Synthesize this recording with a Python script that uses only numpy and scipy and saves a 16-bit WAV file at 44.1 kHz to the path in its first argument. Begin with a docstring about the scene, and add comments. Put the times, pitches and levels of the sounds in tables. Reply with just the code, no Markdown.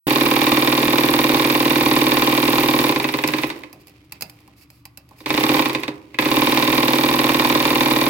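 """An old industrial sewing machine clatters flat out, binding a tape; it slows to a stop, makes a short
burst and runs again. Every stitch is a down blow and a lighter return blow that clack the linkage, ring
the cast arm and shake the table, while the shafts whirr and the thread sizzles. In the pause the motor
idles, tweezers click on the steel tape guide, the machine knocks softly and hands brush the bed."""
import sys
import numpy as np
from scipy import signal
from scipy.fft import rfft, irfft, next_fast_len
from scipy.io import wavfile
from scipy.ndimage import uniform_filter1d

SR = 44100
rng = np.random.default_rng(int(sys.argv[2]) if len(sys.argv) > 2 else 0)


def write(x):
    x = np.atleast_2d(x).T
    wavfile.write(sys.argv[1], SR, np.round(np.clip(x, -1, 1) * 32767).astype(np.int16))


N = 356769
TIME = np.arange(N) / SR


def amp(db):
    """Decibels to gain."""
    return 10 ** (np.asarray(db) / 20)


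def unit(x):
    """Scale to rms 1."""
    return x / np.sqrt(np.mean(x ** 2) + 1e-20)


def along(points, hz):
    """Read (Hz, value) points on a log frequency axis."""
    f, v = np.transpose(points)
    return np.interp(np.log(hz + 1), np.log(f + 1), v)


def filtered(x, response):
    """EQ x with a gain that is a function of frequency."""
    size = x.shape[-1]
    padded = next_fast_len(size + 8192)
    return irfft(rfft(x, padded) * response(np.fft.rfftfreq(padded, 1 / SR)), padded)[..., :size]


def noise(colour, alike, size=N):
    """Coloured stereo noise of rms 1; both ears share `alike` of the treble and nearly all the bass."""
    mid, side = filtered(rng.standard_normal((2, size)), lambda hz: amp(along(colour, hz)))
    width = np.sqrt((1 - alike) / (1 + alike))
    side = filtered(side, lambda hz: width * np.clip(hz / 1100, .1, 1))
    return unit(np.array([mid + side, mid - side]))


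def grains(depth_db, size):
    """A spiky gain of rms 1, each spike about size samples long."""
    return unit(amp(depth_db * unit(uniform_filter1d(rng.standard_normal(N), size))))


def impulses(times, db):
    """One impulse for each blow."""
    return np.bincount(np.round(np.clip(times, 0, None) * SR).astype(int), amp(db), N)[:N]


def delayed(blows, seconds):
    """The same blows a moment later."""
    return np.pad(blows, (round(seconds * SR), 0))[:N]


def ring(blows, modes, lag_s=.00013):
    """Blows ring damped modes of alternating sign; the left ear hears them lag_s later."""
    t = np.clip(np.arange(SR // 2) / SR - np.array([[lag_s], [0]]), 0, None)
    answer = sum((-1) ** k * amp(db - 60 * t / t60) * np.sin(2 * np.pi * hz * t)
                 for k, (hz, db, t60) in enumerate(modes))
    return signal.fftconvolve(blows[None], answer, axes=1)[:, :N]


def burst(blows, colour, t60, repeat, alike):
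    """Dense ringing after each blow: the share `repeat` is the same every time, the rest is new."""
    size = SR // 4
    fade = amp(-60 * np.arange(size) / SR / t60)
    same = signal.fftconvolve(blows[None], fade * noise(colour, alike, size), axes=1)[:, :N]
    envelope = np.sqrt(np.abs(signal.fftconvolve(blows ** 2, fade ** 2)[:N]))
    fresh = envelope * noise(colour, alike)
    return np.sqrt(repeat) * same + np.sqrt(1 - repeat) * fresh


# Low room tone. Each row: frequency in Hz, relative level in dB.
ROOM_TONE = [(15, -32), (25, -13.5), (120, 7), (249, -9.5), (301, 9), (439, -41), (1160, -15.5),
             (1440, -24), (2480, -36), (3160, -32), (4370, -36.5), (16000, -64)]
# The motor's two hum notes. Each row: pitch in Hz, relative level in dB.
MOTOR_HUM = [(70.0, -60), (118.4, -57.5)]
def idling_motor():
    """The clutch motor hums all the time over the air of the room."""
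    hum = sum(np.sqrt(2) * amp(db - 3.5) * np.sin(2 * np.pi * (hz * TIME + rng.random()))
              for hz, db in MOTOR_HUM)
    return hum + amp(-55) * noise(ROOM_TONE, alike=.25)


# A tail that lingers in the lows. Each row: frequency in Hz, time to fall 60 dB (t60) in seconds.
ROOM_DECAY = [(150, 0.98), (400, 1), (2500, 0.23), (6000, 0.11), (15000, 0.065)]
# EQ of the reverb return. Each row: frequency in Hz, gain in dB.
REVERB_EQ = [(60, -34), (300, -16.5), (600, -18), (1200, -13), (2500, -12), (6000, -9), (15000, -10.5)]
def workshop(x):
    """The room's reverb, each frequency dying at its own speed."""
    hz, t, spectrum = signal.stft(rng.standard_normal((2, SR // 2)), SR, nperseg=256)
    decay = amp(-60 * t / along(ROOM_DECAY, hz)[:, None])
    mid, side = signal.istft(spectrum * decay, SR, nperseg=256)[1]
    side = filtered(side, lambda f: np.clip(f / 1200, 0, 1))  # long waves reach both ears alike
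    tail = np.array([mid + side, mid - side])
    tail = filtered(tail / np.linalg.norm(tail[0]), lambda f: amp(along(REVERB_EQ, f)))
    return signal.fftconvolve(x, tail, axes=1)[:, :N]


# Bright contact on the guide, for scrapes and ticks. Each row: frequency in Hz, relative level in dB.
GUIDE_COLOUR = [(290, -45), (500, -1.5), (1400, -11), (2540, 4.5), (3290, -9.5), (4940, 5), (5630, -5.5),
                (7980, -6.5), (9770, -7.5), (11500, -0.5), (16000, -9)]
# Pushes of the tape. Each row: middle in seconds, half length in seconds, relative level in dB.
TAPE_PUSHES = [(3.813, 0.01, -55), (3.88, 0.02, -64), (4.05, 0.0049, -61.5), (4.582, 0.011, -55.5),
               (4.624, 0.014, -51), (4.755, 0.044, -61.5), (5.205, 0.022, -51.5)]
def tape():
    """The weave catches on the steel guide in short grainy strokes."""
    push = sum(amp(db) * np.exp(-.5 * ((TIME - middle) / half) ** 2) for middle, half, db in TAPE_PUSHES)
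    return push * grains(depth_db=2, size=90) * noise(GUIDE_COLOUR, alike=.18)


# Small clicks and knocks. Each row: start in seconds, relative level in dB, bed and arm sends in dB.
SMALL_HITS = [(3.276, -12, -13.5, -27), (3.7288, -31.5, -8.5, -17), (3.8708, -37.5, -15, -30),
              (3.881, -38.5, -23, -28), (3.896, -44, -16, -28), (4.1222, -23, -25, -17),
              (4.2092, -22.5, -28.5, -27), (4.2221, -14.5, -19, -38), (4.2974, -31.5, -24, -27),
              (4.4037, -47, -23, -6), (4.477, -44.5, -7, -1), (4.7023, -36.5, -16, -33),
              (4.854, -28, -24, -13.5), (4.9735, -27, -20, -23), (5.09, -45, -15.5, -18),
              (5.1102, -50, 4.5, 10)]
# Thin ping of the guide. Each row: pitch in Hz, relative level in dB, t60 in seconds.
GUIDE_MODES = [(2480, -5, .05), (2650, -10, .1), (4860, -9, .1), (5250, -12, .09), (11650, -2, .05),
               (15050, -7, .05)]
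# Dull knock of the bed. Each row: frequency in Hz, relative level in dB.
BED_COLOUR = [(80, -25), (170, 6.5), (300, -4.5), (430, -16), (600, -3.5), (780, -3.5), (1100, -17.5),
              (3000, -32)]
def clicks_and_knocks():
    """Bright steel ticks on the guide, and a few soft knocks of the machine that ring its arm."""
    starts, db, bed_db, arm_db = np.transpose(SMALL_HITS)
    hits = impulses(starts, db)
    tick = amp(-3.5) * burst(hits, GUIDE_COLOUR, t60=.025, repeat=.17, alike=.15)
    ping = amp(-14.5) * ring(hits, GUIDE_MODES, lag_s=.00002)
    shimmer = amp(-39) * burst(hits, GUIDE_COLOUR, t60=.75, repeat=.54, alike=.2)
    knock = amp(-5) * burst(impulses(starts, db + bed_db), BED_COLOUR, t60=.26, repeat=.54, alike=.5)
    arm = ring(impulses(starts, db + arm_db + 11.5), ARM_MODES)
    return tick + ping + shimmer + knock + arm


# Tempo curves of the three pedal presses. 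Each row: time in seconds, speed in stitches a second.
FIRST_RUN = [(.055, 19.385), (2.88, 19.385), (2.936, 13.44), (3.101, 10.03), (3.43, 10.28), (3.5, 4.8),
             (3.64, 2.75), (3.72, 0)]
SHORT_BURST = [(5.2595, 10.75), (5.46, 18.34), (5.556, 20.64), (5.646, 14.36), (5.755, 7.8), (5.892, 0)]
LAST_RUN = [(6.1875, 13.2), (6.35, 19.447), (8.09, 19.447)]
# Pedal presses. Each row: tempo curve, starting shaft position in turns, pedal release in seconds.
PRESSES = [(FIRST_RUN, -.003, 3.48), (SHORT_BURST, .48, 5.86), (LAST_RUN, -.001, 8.09)]
FULL_SPEED_HZ, COAST_DB_PER_S = 19.4, 67
def shaft(press):
    """One press over time: turns made, octaves below full speed, and a gain that fades on release."""
    curve, start_turn, release_s = press
    speed = np.interp(TIME, *np.transpose(curve), left=0, right=0)
    turns = start_turn + np.cumsum(speed) / SR
    slow = np.log2(FULL_SPEED_HZ / np.maximum(speed, 2))
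    gain = (speed > 0) * amp(-COAST_DB_PER_S * np.clip(TIME - release_s, 0, None))
    return turns, slow, gain


def strokes(turn, db, db_per_octave, scatter_db, jitter_s, late_s=0):
    """An impulse each time the shaft passes a place in its turn; the slower it runs, the softer."""
    blows = np.zeros(N)
    for turns, slow, gain in map(shaft, PRESSES):
        passes = np.arange(np.ceil(turns[0] - turn), turns[-1] - turn) + turn
        at = np.searchsorted(turns, passes)
        level_draw, time_draw = rng.standard_normal((len(at), 2)).T
        level = db - db_per_octave * slow[at] + 20 * np.log10(gain[at]) + scatter_db * level_draw
        blows += impulses(at / SR + late_s + jitter_s * time_draw, level)
    return blows


# Fader ride for the hands on tape and bed. Each row: time in seconds, relative level in dB.
HAND_BRUSHING = [(3.7, -72.5), (3.92, -56.5), (4.09, -62), (4.16, -50), (4.25, -78), (4.36, -56),
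                 (4.88, -69.5), (5.15, -72)]
# Soft, woolly rubbing. Each row: frequency in Hz, relative level in dB.
FRICTION_COLOUR = [(40, -33.5), (100, -18), (300, 14), (600, 1), (1000, -2), (1450, -8), (2400, 4),
                   (3200, -4.5), (4500, -6), (7000, -15.5), (10000, -17), (16000, -21)]
def friction():
    """Shafts whirr louder with speed, the clutch slips before each restart, hands brush in the pause."""
    whirr = sum(gain * amp(-25 - 6 * slow) for _, slow, gain in map(shaft, PRESSES))
    run_out = TIME / .096  # the whirr dies away with a 96 ms time constant
    whirr = np.exp(np.maximum.accumulate(np.log(whirr + 1e-20) + run_out) - run_out)
    restarts = [curve[0][0] for curve, _, _ in PRESSES[1:]]
    slip = sum(amp(-50.5) * (TIME < bite) * np.exp(-np.abs(TIME - bite) / .091) for bite in restarts)
    hands = amp(np.interp(TIME, *np.transpose(HAND_BRUSHING), left=-120, right=-120))
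    return (whirr + slip + hands) * grains(depth_db=3, size=130) * noise(FRICTION_COLOUR, alike=.067)


# Swells of thread on the hook. Each row: place in turns, width in turns, relative level in dB.
HOOK_RUBS = [(.34, 0.054, -4), (.46, 0.065, 0), (.86, 0.052, 1.5), (.99, 0.036, -2.5)]
# Flicks of thread on its guides. Each row: place in turns, relative level in dB.
THREAD_FLICKS = [(.315, -2), (.352, 1), (.825, -5.5), (.865, 0.5)]
# Airy top-end sizzle. Each row: frequency in Hz, relative level in dB.
THREAD_COLOUR = [(2000, -20.5), (5000, -22), (9400, -9), (11000, 4.5), (12600, 0), (15000, 3.5), (16000, 1)]
# Trim of the thread layer. Each entry: gain in dB for one pedal press.
THREAD_TRIM_DB = [0.5, -2.5, -1]
def thread():
    """Hook and thread sizzle and flick at the same places in every turn, louder with speed."""
    place = np.linspace(0, 1, num=200)
    swell = amp(-4) + sum(amp(db) * np.exp(-.5 * (((place - turn + .5) % 1 - .5) / width) ** 2)
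                          for turn, width, db in HOOK_RUBS)
    rub = sum(gain * amp(-29 - 12 * slow) * np.interp(turns % 1, place, swell)
              for turns, slow, gain in map(shaft, PRESSES))
    flicks = sum(strokes(turn, db - 22, db_per_octave=4.5, scatter_db=1.5, jitter_s=.012 / FULL_SPEED_HZ)
                 for turn, db in THREAD_FLICKS)
    sizzle = amp(-2.5) * rub * grains(depth_db=4, size=30) * noise(THREAD_COLOUR, alike=.1)
    ticks = burst(flicks, THREAD_COLOUR, t60=.0093, repeat=.2, alike=.1)
    press = np.searchsorted([curve[0][0] for curve, _, _ in PRESSES[1:]], TIME)
    return amp(THREAD_TRIM_DB)[press] * (sizzle + ticks)


# Narrow upper-mid snap, for needle and drive. Each row: frequency in Hz, relative level in dB.
SNAP_COLOUR = [(700, -37.5), (1500, -26.5), (2300, 5), (3000, 0.5), (4200, -34.5), (12000, -34)]
def needle():
    """The needle punches the tape with a short dry tick just before the down blow."""
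    punches = strokes(turn=.915, db=-18, db_per_octave=11.5, scatter_db=1, jitter_s=.0003)
    return burst(punches, SNAP_COLOUR, t60=.02, repeat=.42, alike=.15)


# Jolts of clutch and brake. Each row: start in seconds, relative level in dB.
JOLTS = [(5.205, -28), (5.88, -9.5), (6.1434, -25)]
def stitching(db_per_octave, back_db, back_db_per_octave, jolt_db, scatter_db, jitter_s, back_late_s=0):
    """A down blow each turn, a lighter blow back half a turn later, and the jolts of clutch and brake."""
    down = strokes(0, 0, db_per_octave, scatter_db, jitter_s)
    back = strokes(.49, back_db, back_db_per_octave, scatter_db, jitter_s, back_late_s)
    starts, db = np.transpose(JOLTS)
    return down + back + impulses(starts, db + jolt_db)


# The clutch takes up the slack for the last run. Each row: start in seconds, relative level in dB.
CLUTCH_BITES = [(6.1445, -26), (6.1875, -8.5), (6.196, -12.5), (6.249, -20.5)]
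# Clank of loose drive parts. Each row: pitch in Hz, relative level in dB, t60 in seconds.
DRIVE_MODES = [(1660, -3, 0.046), (2057, 6.5, 0.043), (2220, -12, .055), (2540, 4.5, 0.049),
               (2700, -6, .04)]
def drive():
    """Below full speed the drive hangs slack and clanks with each blow, hardest when the clutch bites."""
    slack = sum((gain > 0) * np.sqrt(np.clip(slow, 0, 1)) for _, slow, gain in map(shaft, PRESSES))
    blows = stitching(db_per_octave=2.5, back_db=-6, back_db_per_octave=1.3,
                      jolt_db=0, scatter_db=2.5, jitter_s=.0001)
    clanks = amp(-13.5) * slack * blows + impulses(*np.transpose(CLUTCH_BITES))
    snap = amp(-10.5) * burst(clanks, SNAP_COLOUR, t60=.068, repeat=.41, alike=.15)
    return snap + amp(-10) * ring(clanks, DRIVE_MODES, lag_s=.00005)


# Hard, mid-forward clack. Each row: frequency in Hz, relative level in dB.
CLACK_COLOUR = [(60, -46), (200, -36), (700, 3.5), (1050, 9.5), (1350, -5.5), (1600, -1.5), (1950, -1.5),
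                (2450, -0.5), (3200, -8.5), (4000, -4), (5500, -14), (7300, -21), (9500, -23),
                (16000, -27.5)]
# Steel ring of needle bar and links. Each row: pitch in Hz, relative level in dB, t60 in seconds.
LINK_MODES = [(1883, -1.5, 0.053), (2384, 4, 0.045), (3576, -2.5, 0.049), (3850, -0.5, 0.06),
              (4540, -0.5, 0.049), (5470, -10, 0.034)]
def linkage():
    """Play in the worn links closes with a steel clack at each reversal, and the links rebound once."""
    blows = stitching(db_per_octave=4.5, back_db=-5.5, back_db_per_octave=1.5,
                      jolt_db=1, scatter_db=.9, jitter_s=.0001)
    rebounds = amp(-12) * delayed(blows, seconds=.0055)
    rattle = amp(-16) * burst(blows, CLACK_COLOUR, t60=.073, repeat=.7, alike=.072)
    crack = amp(-10.5) * burst(blows + rebounds, CLACK_COLOUR, t60=.018, repeat=.7, alike=.15)
    return rattle + crack + amp(-20.5) * ring(blows, LINK_MODES, lag_s=.00008)


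# The body of the machine. Each row: pitch in Hz, relative level in dB, t60 in seconds.
TABLE_MODES = [(56, -49.5, .5), (130.5, -28.5, 0.28), (204.3, -37.5, 0.37), (256.9, -15.5, 0.094),
               (310.94, -12.5, 0.16), (348.7, -26, 0.37), (402.3, -26, 0.31), (513.9, -19.5, .1),
               (570, -22.5, 0.11)]  # thud of bed and table top
STAND_MODES = [(152, -33, .3), (281, -42, .9), (302, -39, .8), (466, -39, .3), (680, -39, .25)]  # slow-dying drone of the stand
ARM_MODES = [(674, -26.5, 0.04), (793, -23, 0.12), (864.5, -17, 0.071), (1001, -16, 0.044),
             (1041.3, -18.5, 0.1), (1110, -18, .04)]  # ring of the cast-iron arm
HEAD_MODES = [(1054, -16.5, 0.036)]  # hollow knock of the needle head
def frame():
    """The blows ring the head and arm at once and reach the table and stand a moment later."""
    shake = stitching(db_per_octave=4.5, back_db=-7, back_db_per_octave=4, back_late_s=-.0017,
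                      jolt_db=2.5, scatter_db=.6, jitter_s=.00005)
    shake = delayed(shake, seconds=.0022)
    knock = stitching(db_per_octave=5, back_db=-7, back_db_per_octave=4.5, back_late_s=.00026,
                      jolt_db=-4, scatter_db=.7, jitter_s=.00005)
    table = amp(-.2) * ring(shake, TABLE_MODES, lag_s=.000077)
    stand = ring(shake, STAND_MODES, lag_s=.00029)
    arm = amp(.5) * ring(knock, ARM_MODES, lag_s=.00019)
    head = amp(-4.5) * ring(knock, HEAD_MODES, lag_s=.000067)
    return table + stand + arm + head


# Pan across the spectrum. Each row: frequency in Hz, left minus right in dB.
PAN = [(60, -13.5), (130, 0), (290, -2), (640, -2.5), (1410, -4), (3100, -4), (6820, 1), (15000, -9.5)]
def scene():
    """The machine stands a little to the right, in a small workshop."""
    near = frame() + linkage() + needle() + drive() + thread() + friction() + clicks_and_knocks() + tape()
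    panned = filtered(near + workshop(near), lambda hz: amp(np.array([[.5], [-.5]]) * along(PAN, hz)))
    return panned + idling_motor()


def record(dry):
    """The sound cuts in after a moment, its highest peaks rounded and its very top removed."""
    ceiling, opens_s, top_hz = .9, .069, 15950
    rounded = dry / (1 + np.abs(dry / ceiling) ** 6) ** (1 / 6)
    return filtered(rounded * (TIME > opens_s), lambda hz: hz < top_hz)


dry = scene()
out = record(dry)
write(out)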